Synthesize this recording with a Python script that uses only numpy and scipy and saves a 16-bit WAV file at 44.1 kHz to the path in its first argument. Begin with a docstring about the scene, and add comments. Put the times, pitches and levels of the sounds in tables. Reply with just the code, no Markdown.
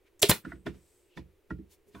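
"""Metal rasps briefly, snaps home and rings, and a wooden bench thumps: a tool, worked twice.
The rasp is dense tiny slips; each snap rattles the tool's loose parts and flexes the bench top.
Then someone steps about on the wooden floor: sole knocks and scuffs, hollow thuds of boards and joists.
A sleeve and a hand brush faintly over cloth and wood; wood taps lightly and, at the end, drags.
A faint, thin hiss near 8 kHz swells and fades twice. Small workshop: short echoes, steady room noise."""
import sys
import numpy as np
from scipy import signal
from scipy.fft import rfft, irfft
from scipy.io import wavfile

SR = 44100
rng = np.random.default_rng(int(sys.argv[2]) if len(sys.argv) > 2 else 0)


def put_to_file(sound):
    """Save the sound as 16-bit audio at rate SR, in the file named by the first command-line argument."""
    columns = np.atleast_2d(sound).T  # one column per channel
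    safe = np.clip(columns, -1, 1)
    whole_steps = np.round(safe * 32767)
    wavfile.write(sys.argv[1], SR, whole_steps.astype(np.int16))


N = 88200
T = np.arange(N) / SR
BIN_HZ = np.arange(N // 2 + 1) * SR / N

# room tail before its final fade (frequency [Hz], level [dB], t60 [s])
ROOM_BANDS = [(60, -7, 0.2), (150, -5.5, 0.31), (400, 0.5, 0.14), (1000, -3, 0.15), (3280, -8.5, 0.2),
              (6993, -4.5, 0.15), (11000, -5.5, 0.22), (15000, -8.5, 0.31)]
# noise spectra (frequency [Hz], relative density [dB])
ROOM_NOISE_SPECTRUM = [(25, -3.5), (80, -6.5), (150, -18.5), (230, -21), (370, -0.5), (650, -19),
                       (1500, -26), (2300, -23.5), (5000, -34), (9000, -34.5), (16000, -33.5)]
SCUFF_SPECTRUM = [(50, 0), (160, 18.5), (320, 15), (900, -5), (2500, -2.5), (4000, -9.5), (6500, -18.5),
                  (10000, -24.5), (16000, -32)]
RASP_SPECTRUM = [(1000, -23.5), (4000, -7.5), (6300, -4.5), (8000, -0.5), (10500, 3.5), (13000, -0.5),
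                 (16000, -0.5)]
GRIND_SPECTRUM = [(40, -13), (120, -8.5), (300, 2), (650, -7.5), (1000, -8), (1600, -10.5), (3200, -9.5),
                  (5000, -14), (9000, -38)]
SQUEAL_SPECTRUM = [(3000, -35), (5200, -15.5), (6100, -4), (7300, 2.5), (9000, -14), (16000, -32.5)]
# modes with their own decay (frequency [Hz], level [dB], t60 [s])
TAP_MODES = [(656.3, -0.5, 0.073), (886, 0.5, 0.076), (992, -1, 0.055), (1337, 0.5, 0.055),
             (1801, 7.5, 0.03), (2355, 4, 0.016), (2812, -21, 0.027), (3463, 0.5, 0.049)]
BOARD_MODES = [(197.9, -1.5, 0.089), (269.3, 0, 0.077), (305.4, 6, 0.043), (336.9, 4, 0.11),
               (439.4, -4.5, 0.063), (562.5, -18.5, 0.068)]
JOIST_MODES = [(59.3, -3.5, 0.31), (81, -10, 0.48), (132.1, -4.5, .25), (181.8, 1, 0.21)]
# modes with one decay per body (frequency [Hz], level [dB])
HOLLOW_WOOD_MODES = [(665, -6), (980, 1.5), (1100, 0), (1300, -18), (1460, 0)]
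SOLE_MODES = [(660, 0.5), (920, -3.5), (1090, -7.5), (1340, -3), (1450, 7.5), (1670, -2.5), (1800, -1),
              (1960, 0.5)]
BENCH_MODES = [(93, -4), (150, -0.5), (338, -5), (400, -4.5), (444, 0.5), (530, -3), (606, -2.5), (762, -8)]
METAL_MODES = [(1802, 0.5), (2078, -3.5), (2885, -4.5), (3013, -4.5), (3495, -4), (3662, 3.5), (4118, 3.5),
               (4635, -7)]
# noise swells: the two narrow rows near 8 kHz are thin hiss, the rest sleeve and hand brushes
# (peak time [s], half length [s], level [dB], centre [Hz], half width [octaves])
NOISE_SWELLS = [(0.074, 0.017, -69.5, 2140, 0.36), (0.499, 0.052, -59, 1570, 0.28),
                (.5, 0.16, -77.5, 8270, 0.057), (0.754, 0.053, -72, 1170, 1.04),
                (0.913, 0.162, -73.5, 8100, 0.097), (0.897, 0.19, -74, 6000, 1.38),
                (1.143, 0.055, -72, 2800, 0.19), (1.18, 0.018, -63, 4350, 0.32),
                (1.729, .025, -61, 6500, 2), (1.889, 0.018, -72.5, 9100, 0.71),
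                (1.971, 0.049, -67.5, 3460, 1.2)]
# light taps on wood (time [s], level [dB], pitch [ratio])
WOOD_TAPS = [(.667, -49.5, 0.99), (1.174, -49, 1.01), (1.9495, -53.5, 1.01)]
# steps (time [s], knock [dB], pitch [ratio], scuff [dB], weight lag [s], thud [dB], boom [dB])
FOOTSTEPS = [(0.4504, -42, 0.99, -45.5, 0.011, -35, -45.5),
             (0.5184, -39, 1.023, -56.5, 0.0087, -39.5, -46.5), (.556, -75, 1.02, -60, 0.0018, -45.5, -76),
             (0.6657, -35.5, 1, -33.5, 0.0044, -29.5, -41), (0.746, -84, 1.3, -56, 0.0027, -54, -56.5),
             (1.173, -62, .98, -41.5, 0.00513, -35, -43.5), (1.505, -38.5, 0.971, -48, 0.0012, -30, -36),
             (1.586, -72, 0.97, -67, 0.0015, -39.5, -62), (1.871, -87.5, 1.23, -68, 0.0024, -59, -70),
             (1.948, -55.5, 0.91, -48, 0.00098, -41.5, -51.5)]
# blows on the bench (time [s], push [dB], frequency [Hz], length [s], ring drive [dB])
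BENCH_BLOWS = [(0.2288, -18, 573.3, 0.0056, -46), (0.234, -15.5, 402.6, 0.015, -43.5),
               (.2935, -12.5, 170, 0.0084, -34.5), (0.297, -26.5, 88.9, 0.026, -45.5),
               (0.3144, -18, 540, 0.0039, -44)]
# metal slides before the snaps (time [s], length [s], rasp [dB], grind [dB], squeal [dB])
METAL_SLIDES = [(0.193, 0.012, -60.5, -64, -56), (0.2175, 0.0062, -30, -40.5, -28),
                (0.2218, 0.01, -21.5, -34, -28), (0.232, 0.005, -28.5, -24, -32),
                (0.287, .013, -31, -42, -37.5), (0.2938, 0.0048, -18, -21, -58),
                (0.298, 0.013, -21, -26, -37.5)]
# tool snaps (time [s], crack drive [dB], centre [Hz], bandwidth [Hz], ring drive [dB])
TOOL_SNAPS = [(0.23, 4, 3340, 1130, -31.5), (0.3127, -5.5, 2440, 3020, -28),
              (0.3147, -1, 1300, 2500, -30.5)]

TAIL_LIKENESS, NOISE_LIKENESS = .64, .78  # left-right correlation
DIFFUSE_HZ = 1326  # below this the tail grows more alike in both ears
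FIRST_ECHO_S, TAIL_FADE_S = .00066, .115
SLIPS_PER_S, SLIP_SPREAD_DB = 14000, -.5
GRIT_RATIO, GRIT_FADE_S = .55, .006
MODE_SCATTER_DB = 2.5
BOOM_LAG_S, FLOOR_CONTACT_S, STEP_PAN_DB = .0087, .0084, -3


def from_db(db):
    """Decibels to gain."""
    return 10 ** (np.asarray(db) / 20)


def at_hz(table, hz, column=1):
    """Table column interpolated over log frequency."""
    rows = np.array(table)
    return np.interp(np.log(hz + 1e-6), np.log(rows[:, 0]), rows[:, column])


def coloured(noise, spectrum):
    """Noise shaped to a spectrum; rms 1."""
    shaped = irfft(rfft(noise) * from_db(at_hz(spectrum, BIN_HZ)), N)
    return shaped / np.sqrt(np.mean(shaped ** 2))


def stereo(pair, likeness):
    """Two unrelated noises mixed to a partly alike left and right."""
    likeness = np.clip(likeness, 0, .99)
    mid = np.sqrt((1 + likeness) / 2) * pair[0]
    side = np.sqrt((1 - likeness) / 2) * pair[1]
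    return np.array([mid + side, mid - side])


def white_noise():
    """White stereo noise."""
    return stereo(rng.standard_normal((2, N)), NOISE_LIKENESS)


def grains(spectrum):
    """Dense uneven impulses, like the tiny slips of friction; rms 1."""
    sizes = from_db(SLIP_SPREAD_DB * np.minimum(rng.exponential(1, (2, N)), 4))
    signs = rng.choice([-1, 1], (2, N))
    active = rng.random((2, N)) < SLIPS_PER_S / SR
    return coloured(stereo(sizes * signs * active, NOISE_LIKENESS), spectrum)


def stroke(start_s, length_s, edge_s):
    """Slide envelope: rise, hold, release."""
    rise = np.clip((T - start_s) / edge_s, 0, 1)
    return rise * np.exp(-np.maximum(T - start_s - length_s, 0) / edge_s)


def click(time_s, db):
    """One impulse."""
    return from_db(db) * (np.arange(N) == int(time_s * SR))


def rough_hit(time_s, db, scatter_ratio=GRIT_RATIO, fade_s=GRIT_FADE_S):
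    """An impulse, then a dying scatter of tiny touches."""
    envelope = (T >= time_s) * np.exp(-abs(T - time_s) / fade_s) * np.sqrt(2 / (fade_s * SR))
    scatter = scatter_ratio * from_db(db) * envelope * rng.standard_normal(N)
    return (click(time_s, db) + scatter) / np.sqrt(1 + scatter_ratio ** 2)


def with_t60(modes, t60_s):
    """Modes given one common decay."""
    return [(hz, db, t60_s) for hz, db, *_ in modes]


def varied(modes, pitch):
    """The same body struck at another spot."""
    return [(hz * pitch, db + MODE_SCATTER_DB * rng.standard_normal(), t60_s) for hz, db, t60_s in modes]


def ring(force, modes):
    """Damped modes driven by a force, signs alternating."""
    out = 0
    for k, (hz, db, t60_s) in enumerate(modes):
        radius = np.exp(-np.log(1000) / (t60_s * SR))
        angle = 2 * np.pi * hz / SR
        poles = [1, -2 * radius * np.cos(angle), radius ** 2]
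        out += (-1) ** k * from_db(db) * signal.lfilter([0, np.sin(angle)], poles, force + 1e-18)
    return out


def struck(force, modes, contact_s):
    """Modes that swell while the contact lasts."""
    return ring(force, modes) - ring(force, with_t60(modes, contact_s * np.log(1000) / 2))


def right_first(sound, lag_s):
    """Mono to stereo, left ear delayed."""
    return np.array([np.interp(T - lag_s, T, sound), sound])


def placed(sound, tail, wet_db, pan_db=0):
    """Direct sound plus room; positive pan is left."""
    direct = sound * from_db(np.array([[1], [-1]]) * pan_db / 2)
    return direct + from_db(wet_db) * signal.fftconvolve(direct, tail, axes=1)[:, :N]


def room_noise(db=-68):
    """Faint steady noise."""
    return from_db(db) * coloured(white_noise(), ROOM_NOISE_SPECTRUM)


def room_tail():
    """Diffuse echoes, one decay rate per octave, then a quick final fade."""
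    spectrum = rfft(rng.standard_normal((2, N)))
    tail = 0
    for centre_hz in 31.25 * 2.0 ** np.arange(10):
        weight = np.clip(1 - abs(np.log2((BIN_HZ + 1e-6) / centre_hz)), 0, 1)
        likeness = 1 - (1 - TAIL_LIKENESS) * min(centre_hz / DIFFUSE_HZ, 1)
        band = stereo(irfft(spectrum * weight, N), likeness)
        decay_per_s = np.log(1000) / at_hz(ROOM_BANDS, centre_hz, column=2)
        gain = from_db(at_hz(ROOM_BANDS, centre_hz)) * np.sqrt(2 * decay_per_s / SR)
        tail += gain * band * np.exp(-decay_per_s * T)
    window = (T > FIRST_ECHO_S) * np.exp(-(T / TAIL_FADE_S) ** 4)
    return (tail * window)[:, :N // 2]


def brushes_and_hiss(skirt_db=14):
    """Noise bands swell and fade: soft brushes, and a faint, thin hiss near 8 kHz."""
    hz = np.geomspace(30, 20000, 300)
    out = 0
    for peak_s, half_s, db, centre_hz, octaves in NOISE_SWELLS:
        band_db = -skirt_db * np.log10(1 + (np.log2(hz / centre_hz) / octaves) ** 2)
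        swell = np.exp(-((T - peak_s) / half_s) ** 2)
        out += from_db(db) * swell * grains(np.c_[hz, band_db])
    return out


def wood_drag(start_s=1.953, length_s=.055, db=-57):
    """Wood slides on wood and sounds its hollow resonances."""
    body = ring(white_noise(), with_t60(HOLLOW_WOOD_MODES, t60_s=.06))
    return from_db(db) * stroke(start_s, length_s, edge_s=.004) * body / np.std(body)


def wood_taps():
    """Small rough hits ring the wood."""
    return sum(struck(rough_hit(time_s, db), varied(TAP_MODES, pitch), contact_s=.00023)
               for time_s, db, pitch in WOOD_TAPS)


def sole_knocks():
    """The sole meets gritty boards, a little differently each time."""
    modes = with_t60(SOLE_MODES, t60_s=.038)
    return sum(struck(rough_hit(time_s, db), varied(modes, pitch), contact_s=.0028)
               for time_s, db, pitch, *_ in FOOTSTEPS)


def footfalls(scuff_rise_s=.0034, scuff_fall_s=.015):
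    """The sole scuffs; the weight lands on the boards; the joists boom."""
    floor = scuff_envelope = 0
    for time_s, _, pitch, scuff_db, lag_s, thud_db, boom_db in FOOTSTEPS:
        land_s = time_s + lag_s
        floor += struck(click(land_s, thud_db), varied(BOARD_MODES, pitch), FLOOR_CONTACT_S)
        floor += struck(click(land_s + BOOM_LAG_S, boom_db), JOIST_MODES, FLOOR_CONTACT_S)
        swell = np.exp(-np.maximum((time_s - T) / scuff_rise_s, (T - time_s) / scuff_fall_s))
        scuff_envelope += from_db(scuff_db) * swell
    return right_first(floor, lag_s=.00038) + scuff_envelope * grains(SCUFF_SPECTRUM)


def bench_thumps():
    """Each blow flexes the bench top for a few cycles and wakes its modes."""
    flex = force = 0
    for time_s, push_db, hz, length_s, ring_db in BENCH_BLOWS:
        arch = np.sin(np.pi * np.clip((T - time_s) / length_s, 0, 1))
        flex += from_db(push_db) * arch * np.sin(2 * np.pi * hz * (T - time_s))
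        force += click(time_s, ring_db)
    return flex + ring(force, with_t60(BENCH_MODES, t60_s=.11))


def metal_rattle():
    """Each snap leaves the tool's loose parts rattling and ringing briefly."""
    force = sum(rough_hit(time_s, ring_db, scatter_ratio=.8, fade_s=.012)
                for time_s, *_, ring_db in TOOL_SNAPS)
    return ring(force, with_t60(METAL_MODES, t60_s=.05))


def metal_rasps():
    """Metal slides: bright rasp and squeal over a dull grind."""
    rasp, grind, squeal = grains(RASP_SPECTRUM), grains(GRIND_SPECTRUM), grains(SQUEAL_SPECTRUM)
    out = 0
    for start_s, length_s, rasp_db, grind_db, squeal_db in METAL_SLIDES:
        blend = from_db(rasp_db) * rasp + from_db(grind_db) * grind + from_db(squeal_db) * squeal
        out += stroke(start_s, length_s, edge_s=.00094) * blend
    return out


def tool_snaps(lowpass_hz=9000):
    """Metal snaps home: each crack is a resonance lasting a cycle or two."""
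    cracks = 0
    for time_s, db, hz, width_hz, _ in TOOL_SNAPS:
        radius = np.exp(-np.pi * width_hz / SR)
        poles = [1, -2 * radius * np.cos(2 * np.pi * hz / SR), radius ** 2]
        cracks += signal.lfilter([1, -1], poles, click(time_s, db) + 1e-18)
    softened = signal.lfilter(*signal.butter(1, lowpass_hz, fs=SR), cracks)
    return right_first(softened, lag_s=.00002)


def scene():
    """Tool, bench, steps, brushes and hiss in one room."""
    tail = room_tail()
    mix = placed(metal_rasps(), tail, wet_db=-3)
    mix += placed(tool_snaps(), tail, wet_db=2, pan_db=-1.5)
    mix += placed(metal_rattle(), tail, wet_db=-12)
    mix += placed(bench_thumps(), tail, wet_db=-9.5)
    mix += placed(footfalls(), tail, wet_db=-.5, pan_db=STEP_PAN_DB)
    mix += placed(sole_knocks() + wood_taps() + wood_drag(), tail, wet_db=-14, pan_db=STEP_PAN_DB)
    mix += placed(brushes_and_hiss(), tail, wet_db=-8.5, pan_db=.5)
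    return mix + room_noise()


def record(dry):
    """Peak clipping, then a steep treble cut."""
    ceiling, cutoff_hz = .92, 15800
    lowpass = signal.ellip(12, .1, 95, cutoff_hz, fs=SR, output="sos")
    return signal.sosfilt(lowpass, np.clip(dry, -ceiling, ceiling))


dry = scene()
out = record(dry)
put_to_file(out)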